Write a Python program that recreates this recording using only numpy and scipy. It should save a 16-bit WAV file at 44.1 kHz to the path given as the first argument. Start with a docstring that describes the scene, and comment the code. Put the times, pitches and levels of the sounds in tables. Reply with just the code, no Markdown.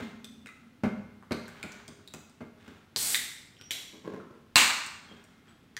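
"""A drink can's lid tears open with a loud pop: fracturing aluminium excites the lid and the thin shell.
Before the pop, the can bumps the table and long nails pick at the tab, setting off damped modes;
the seal cracks and a turbulent gas jet hisses, the tab snaps, and the can scuffs by stick-slip friction.
Faint clicks, squeaks and finger rubs come before and after. One microphone hears it all in a bare,
reverberant room with a low steady hush."""
import sys
import numpy as np
from scipy import signal
from scipy.io import wavfile

SR = 44100
rng = np.random.default_rng(int(sys.argv[2]) if len(sys.argv) > 2 else 0)


def waveform_to_disk(signal):
    """Save audio, clipped to [-1, 1], as 16-bit WAV at the path in sys.argv[1]."""
    frames = np.transpose(np.atleast_2d(signal))
    scaled = np.clip(frames, -1, 1) * 32767
    samples = np.round(scaled).astype(np.int16)
    wavfile.write(sys.argv[1], SR, samples)


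N = 255364
TAPS = 4096
HZ, TIME = np.fft.rfftfreq(TAPS, 1 / SR), np.arange(N) / SR

# spectra of the panel tearing and the tab snapping: (frequency [Hz], relative level [dB])
POP_SPECTRUM = [(29, -54.5), (50, -23.5), (193, -18.5), (234, -7.5), (371, -18), (601, -15.5), (927, -7.5),
                (1400, -6.5), (2750, -4), (3100, -9), (4140, -4.5), (5400, -14), (8340, -9), (9180, -18),
                (16000, -23)]
SNAP_SPECTRUM = [(150, -31), (280, -12.5), (570, -14.5), (1250, -20.5), (2100, -9), (3200, -10.5),
                 (4000, -5), (4800, -13), (5600, -11), (7400, -10), (10500, -16.5), (14000, -17.5),
                 (15700, -26.5)]
# lid resonances on those spectra: (frequency [Hz], bandwidth [Hz], relative level [dB])
POP_RESONANCES = [(1020, 130, -0.5), (2307, 61, 3.5), (2800, 240, 4), (4250, 270, -8), (7150, 630, -2)]
SNAP_RESONANCES = [(2100, 90, 4.4), (2290, 110, 2.3), (3070, 200, 9.6), (3360, 61, 14), (3850, 30, 11),
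                   (5690, 100, 5.2), (7400, 64, 4.8), (12700, 72, 6), (13650, 300, 4)]
# modes of the can's shell and of the table: (frequency [Hz], relative level [dB], t60 [s])
SHELL_MODES = [(1007, -4, 0.7), (1183, 4.5, 0.8), (1486, -7, 1), (1595, -6, 0.63), (2160, -3, 0.84),
               (2150, -3, 0.62), (2634, -3, 0.41), (2750, 4, 0.23), (2780, -9.5, .7), (3350, -9.5, 1),
               (3730, -1.5, 0.47), (4280, -1, 0.64), (6570, -9.5, 0.45), (7900, 2, .55)]
TABLE_MODES = [(170, 1, 0.2), (228.6, -0.5, 0.15), (231.5, -3.5, 0.28), (306, -7, 0.41), (407, -4.5, 0.64),
               (493, -22, .42), (626, -21.5, .42), (2110, -12, 0.69), (2170, -22, 0.29)]
# spectra of the gas jet, wide and then thin: (frequency [Hz], relative level [dB])
WIDE_JET_SPECTRUM = [(200, -6.5), (1000, -19), (2500, -21), (4300, 3), (6500, -1), (8500, -8), (11000, -3),
                     (16000, -20)]
THIN_JET_SPECTRUM = [(200, -18), (1200, -16), (2500, -9.5), (4300, -10), (6000, -10.5), (8200, 1),
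                     (10500, -9), (13000, -7.5), (16000, -12.5)]
# can bumping the table: (time [s], level [dB], low-pass cut-off [Hz])
CAN_KNOCKS = [(0.001, -29, 1700), (0.835, -16, 1900), (0.8555, -22, 402), (1.3086, -21, 2010),
              (1.638, -33, 1300), (1.883, -40.5, 1100), (1.989, -47, 1230), (2.14, -37.5, 1100),
              (2.406, -32, 1480), (2.68, -41, 800), (5.113, -40.5, 500)]
# nails, tab and cracking seal flicking the lid:
# (time [s], level [dB], lower mode [Hz], t60 [s], upper mode re lower [dB], tick re lower [dB])
LID_CLICKS = [(0.2445, -42.5, 3527, 0.036, -18, 2), (0.46, -46, 1430, 0.0073, 0, -2.5),
              (0.471, -47, 2050, .017, -7, -7), (0.489, -49, 1320, 0.026, -5, -13),
              (1.226, -52, 1100, 0.0036, -14, -18), (1.3208, -36, 2270, 0.0047, 1, -4.5),
              (1.4809, -47, 1530, 0.0081, -15, -5), (1.6291, -37, 2300, 0.011, -14.5, -7),
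              (1.7206, -48.5, 2330, .012, -9, 14), (1.8799, -47, 3320, 0.0084, -26, 5),
              (2.0759, -46.5, 3820, .01, -20, -4.5), (2.1383, -42, 1404, 0.025, -2, 6.5),
              (2.296, -61.5, 4550, .013, 4, 12), (2.6798, -54, 1520, .013, -4, -2),
              (2.962, -26, 4260, 0.0029, -10, -8), (3.1459, -22.5, 1993, 0.0057, 1.5, -12),
              (3.5676, -57.5, 3100, .005, -16, -14), (3.599, -58.5, 1480, .02, -12, -17),
              (3.6124, -46.5, 2950, 0.0018, -15, -1.5), (4.201, -47, 1345, .025, -30, -25),
              (4.864, -43, 4540, .01, 11, 14), (5.2408, -59, 5660, .01, -6, 13),
              (5.767, -36, 1850, 0.0083, -5.5, -2.5)]
# contact spectra of a knock and of a click: (frequency [Hz], relative level [dB])
THUD_SPECTRUM = [(40, -38), (80, 1.5), (130, -4), (220, 8.5), (330, -4.5), (600, -5.5), (850, -12.5),
                 (1200, -12), (1500, -9.5), (1900, -19), (2100, -11), (3000, -23), (9000, -30.5)]
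TICK_SPECTRUM = [(150, 4), (700, -11.5), (1500, -11.5), (4000, -8.5), (6000, -8), (8300, -9),
                 (10500, -18.5), (16000, -19.5)]
# can sliding on the table, and fingers on the can: (time [s], duration [s], level [dB])
BASE_SCUFFS = [(3.928, 0.0078, -50), (4.039, 0.12, -43), (4.3, 0.05, -55.5)]
FINGER_RUBS = [(-0.03, 0.025, -44.5), (1.42, 0.37, -59), (2.57, 0.17, -62), (4.98, .2, -64),
               (5.28, 0.034, -68.5), (5.445, 0.03, -65)]
# spectra of those two kinds of friction: (frequency [Hz], relative level [dB])
SCUFF_SPECTRUM = [(50, -22.5), (110, -11), (240, 2), (420, -3), (520, -4), (700, -18.5), (850, -18),
                  (1050, -9), (1260, -25.5), (1540, -19.5), (2200, -28), (6000, -40), (12000, -52.5)]
RUB_SPECTRUM = [(200, -4), (700, 2), (1450, 5.5), (2300, 0.5), (2800, -2.5), (3400, -1.5), (5000, -12),
                (8000, -15.5), (11000, -30), (16000, -22)]
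# the base catching and jumping on: (time [s], level [dB])
BASE_JOLTS = [(3.944, -46), (4.0499, -43), (4.0764, -34), (4.136, -39.5)]
# nails and tab sliding on the lid: (time [s], duration [s], level [dB], frequency [Hz])
LID_SQUEAKS = [(0.489, 0.0084, -58, 2035), (1.626, .02, -52, 1470), (3.587, 0.037, -66, 5580),
               (3.62, 0.069, -60, 5700), (5.084, 0.03, -57, 3224), (5.48, 0.032, -71, 3280),
               (5.483, 0.019, -71.5, 7960)]
# the table's low hum swelling as the can is pushed along: (time [s], duration [s], level [dB])
HUM_SWELLS = [(-0.02, 0.053, -42), (0.12, 0.33, -54.5), (0.61, 0.1, -63)]
# reflections from the cluttered table top and a near wall: (delay [s], relative level [dB])
EARLY_ECHOES = [(.0026, -7.5), (.0076, -5.5)]
# the room's reverberation time: (frequency [Hz], t60 [s])
REVERB_TIMES = [(100, 0.96), (240, 0.49), (700, 0.73), (1400, 0.85), (3000, 0.69), (5500, 0.74),
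                (8000, 0.62), (11000, .52), (16000, 0.48)]
# spectrum of the room's hush: (frequency [Hz], relative level [dB])
HUSH_SPECTRUM = [(20, -4), (30, 4.5), (50, -6.5), (87, 3), (190, 0), (270, -0.5), (450, -10), (714, -16.5),
                 (1480, -21.5), (2840, -21), (7710, -32.5), (14800, -35.5), (16000, -35.5)]


def lid_pop(s=4.5583, shell_db=-20.5):
    """Impulsive excitation: the scored panel fractures, and the shell rings on in free vibration."""
    pop = fracture(s, POP_SPECTRUM, POP_RESONANCES,
                   crack_db=-10.5, crack_s=0.00027, rip_db=-16, rip_s=0.012, room_db=9)
    add(pop, s, blow(shell_db) * modal_ring(SHELL_MODES))
    return pop


def tab_snap(s=3.7079):
    """Sudden release of stress: the tab gives way and excites the lid's resonances."""
    return fracture(s, SNAP_SPECTRUM, SNAP_RESONANCES,
                    crack_db=-35, crack_s=0.0015, rip_db=-30.5, rip_s=0.0079, room_db=4)


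def fracture(s, spectrum, resonances, crack_db, crack_s, rip_db, rip_s, room_db):
    """Source and filter: one crack and a decaying run of tiny fractures drive the resonant lid."""
    force, impulse = np.zeros((2, N))
    add(force, s, blow(crack_db) * burst(crack_s))
    add(force, s, blow(rip_db) * burst(rip_s))
    add(impulse, s, np.array([blow(rip_db + room_db)]))  # the room answers the whole rip as one blow
    peaks = sum(gain_of(db) ** 2 / (1 + (2 * (HZ - hz) / width) ** 2) for hz, width, db in resonances)
    lid_db = read(spectrum) + 10 * np.log10(1 + peaks)
    return through(with_echoes(force) + reverb(impulse, build_s=rip_s), lid_db)


def gas_hiss(start_s=2.962, length_s=0.2, db=-31.5, narrowing_s=0.024, wide_db=-2, room_db=-1):
    """Turbulent jet noise: gas escapes the cracked seal, thinning and brightening as pressure drops."""
    age = np.maximum(TIME - start_s, 0)
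    thin_share = 0.85 * (1 - np.exp(-age / narrowing_s))
    wide = through(grains(per_s=25000, spread_db=2.5), read(WIDE_JET_SPECTRUM))
    thin = through(grains(per_s=25000, spread_db=2.5), read(THIN_JET_SPECTRUM))
    flow = strokes([(start_s, length_s, db)], attack_s=0.0094, fall_db_per_s=616)
    hiss = flow * (gain_of(wide_db) * np.sqrt(1 - thin_share) * wide + thin_share * thin)
    return hiss + gain_of(room_db) * reverb(hiss)


def can_knocks(ring_db=-3, room_db=-5.5, settle_s=0.028, contact_s=0.00034):
    """Impact: the can's rim settles and excites the table's modes; softer contact gives less treble."""
    out = np.zeros(N)
    for s, db, cutoff_hz in CAN_KNOCKS:
        body = gain_of(ring_db) * modal_ring(TABLE_MODES)
        add(body, 0, unit(through(burst(settle_s), read(THUD_SPECTRUM))))
        body *= 1 - np.exp(-TIME[:SR] / contact_s)  # the force builds up as the base flattens
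        softened = signal.lfilter(*signal.butter(1, cutoff_hz, fs=SR), body)
        add(out, s, blow(db) * unit(softened))
    return out + gain_of(room_db) * reverb(out)


def lid_clicks(upper_ratio=1.84, scrape_s=0.0012, room_db=-1):
    """Plucking: each catch and release gives a tick and two lid modes that depend on where it lands."""
    out = np.zeros(N)
    for s, db, hz, t60, upper_db, tick_db in LID_CLICKS:
        click = unit(mode(hz, t60)) - gain_of(upper_db) * unit(mode(upper_ratio * hz, t60))
        tick = unit(through(burst(scrape_s), read(TICK_SPECTRUM)))
        add(click, 0, gain_of(tick_db) * tick)
        add(out, s, blow(db) * unit(click))
    return with_echoes(out) + gain_of(room_db) * reverb(out)


def handling(grip_db=-74.5, room_db=-2, table_db=-2, base_db=-13, jolt_s=0.004):
    """Stick-slip friction: coarse under the base, fine under the fingers; both drive the table's modes."""
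    slips = grains(per_s=220, spread_db=1) * strokes(BASE_SCUFFS, attack_s=0.0089, fall_db_per_s=261)
    for s, db in BASE_JOLTS:
        add(slips, s, blow(db) * burst(jolt_s))
    rubbing = gain_of(grip_db) + strokes(FINGER_RUBS, attack_s=0.038, fall_db_per_s=159)
    fingers = grains(per_s=1200, spread_db=3) * rubbing
    friction = through(slips, read(SCUFF_SPECTRUM)) + through(fingers, read(RUB_SPECTRUM))
    table = signal.fftconvolve(fingers + gain_of(base_db) * slips, modal_ring(TABLE_MODES))[:N]
    return friction + gain_of(room_db) * reverb(friction) + gain_of(table_db) * table


def lid_squeaks(half_width_hz=60, room_db=-1):
    """Friction-driven resonance: each short slide keeps one lid mode singing roughly."""
    out = np.zeros(N)
    for s, length, db, hz in LID_SQUEAKS:
        slide = strokes([(s, length, db)], attack_s=0.004, fall_db_per_s=500)
        out += narrow_noise(hz, half_width_hz) * slide
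    return out + gain_of(room_db) * reverb(out)


def table_hum(floor_db=-70):
    """Forced vibration: the table's low hum swells as the can is pushed along."""
    swell = gain_of(floor_db) + strokes(HUM_SWELLS, attack_s=0.014, fall_db_per_s=139)
    return narrow_noise(hz=231, half_width_hz=22) * swell


def with_echoes(x, scatter_s=0.0013):
    """Early reflection: the direct sound plus delayed copies, each scattered a little."""
    out = x.copy()
    for s, db in EARLY_ECHOES:
        add(out, s, gain_of(db) * signal.oaconvolve(x, burst(scatter_s)))
    return out


def reverb(x, build_s=0.003):
    """Diffuse reverberation: dense reflections build up, and each band decays at its own rate."""
    reflections = grains(per_s=9000, spread_db=-2)[:SR]
    hz, t, bands = signal.stft(reflections, SR, nperseg=256)
    bands *= np.exp(-np.log(1000) * t / read(REVERB_TIMES, hz)[:, None])
    onset = 1 - np.exp(-(TIME[:SR] / build_s) ** 2)
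    tail = signal.istft(bands, SR, nperseg=256)[1][:SR] * onset
    return signal.fftconvolve(x, unit(tail))[:N]


def room_hush(db=-60.5):
    """Ambient noise: the steady hush of the room."""
    return gain_of(db) * through(rng.standard_normal(N), read(HUSH_SPECTRUM))


def mode(hz, t60):
    """Damped oscillation, one second long; it takes about a cycle to start."""
    t = TIME[:SR]
    decay = np.exp(-np.log(1000) * t / t60)
    onset = 1 - np.exp(-2 * hz * t)
    return np.sin(2 * np.pi * hz * t) * decay * onset


def modal_ring(modes):
    """Superposition of a struck body's modes, with unit energy."""
    return unit(sum(gain_of(db) * mode(hz, t60) for hz, db, t60 in modes))


def burst(decay_s):
    """Exponentially decaying random force, with unit energy."""
    return unit(rng.standard_normal(TAPS) * np.exp(-TIME[:TAPS] / decay_s))


def grains(per_s, spread_db):
    """Shot noise: impulses of uneven size at random moments, with unit rms."""
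    size = gain_of(spread_db * np.minimum(rng.exponential(1, N), 4))
    sign = rng.choice([-1, 1], N)
    occurs = rng.random(N) < per_s / SR
    return unit(size * sign * occurs) * np.sqrt(N)


def narrow_noise(hz, half_width_hz):
    """Noise filtered by one steep resonance, with rms near one."""
    return through(rng.standard_normal(N), -20 * np.log10(1 + ((HZ - hz) / half_width_hz) ** 2))


def strokes(rows, attack_s, fall_db_per_s):
    """Amplitude envelope: each stroke rises, holds to the end of its length and decays exponentially."""
    envelope = np.zeros(N)
    for s, length, db in rows:
        rise = np.clip((TIME - s) / attack_s, 0, 1)
        envelope += rise * gain_of(db - fall_db_per_s * np.maximum(TIME - s - length, 0))
    return envelope


def through(x, db):
    """Minimum-phase filtering by a unit-energy response with this spectral shape."""
    log_gain = np.log(gain_of(np.maximum(db - db.max(), -100)))
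    mirrored = np.concatenate([log_gain, log_gain[-2:0:-1]])
    spectrum = np.exp(np.conj(signal.hilbert(mirrored)))  # the Hilbert transform supplies the phase
    return signal.oaconvolve(x, unit(np.fft.ifft(spectrum).real))[:len(x)]


def read(points, hz=HZ):
    """Linear interpolation over log frequency."""
    f, value = np.transpose(points)
    return np.interp(np.log(hz + 1), np.log(f + 1), value)


def blow(db):
    """Size of an impulse whose energy equals 5 ms at this level."""
    return gain_of(db) * np.sqrt(SR / 200)


def gain_of(db):
    """Amplitude ratio of a level in decibels."""
    return 10 ** (np.asarray(db) / 20)


def unit(x):
    """Normalisation to unit energy."""
    return x / np.sqrt(np.sum(x ** 2) + 1e-20)


def add(mix, s, sound):
    """Superposes a sound on the mix from s seconds on."""
    part = mix[max(round(s * SR), 0):][:len(sound)]
    part += sound[:len(part)]


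def scene():
    """Superposition of all sources at one point, the same in both channels."""
    mono = tab_snap() + lid_pop() + can_knocks() + lid_clicks() + lid_squeaks() + gas_hiss()
    mono += handling() + table_hum() + room_hush()
    return np.array([mono, mono])


def record(dry, low_cut_hz=55, clip_level=0.85, high_cut_hz=15800):
    """Band limiting and saturation: the microphone sheds deep bass, clips peaks and cuts the top treble."""
    lean = signal.sosfilt(signal.butter(2, low_cut_hz, "high", fs=SR, output="sos"), dry)
    clipped = np.clip(lean, -clip_level, clip_level)
    low_pass = signal.firwin(511, high_cut_hz, window=("kaiser", 9), fs=SR)
    return signal.oaconvolve(clipped, low_pass[None], "same")


dry = scene()
out = record(dry)
waveform_to_disk(out)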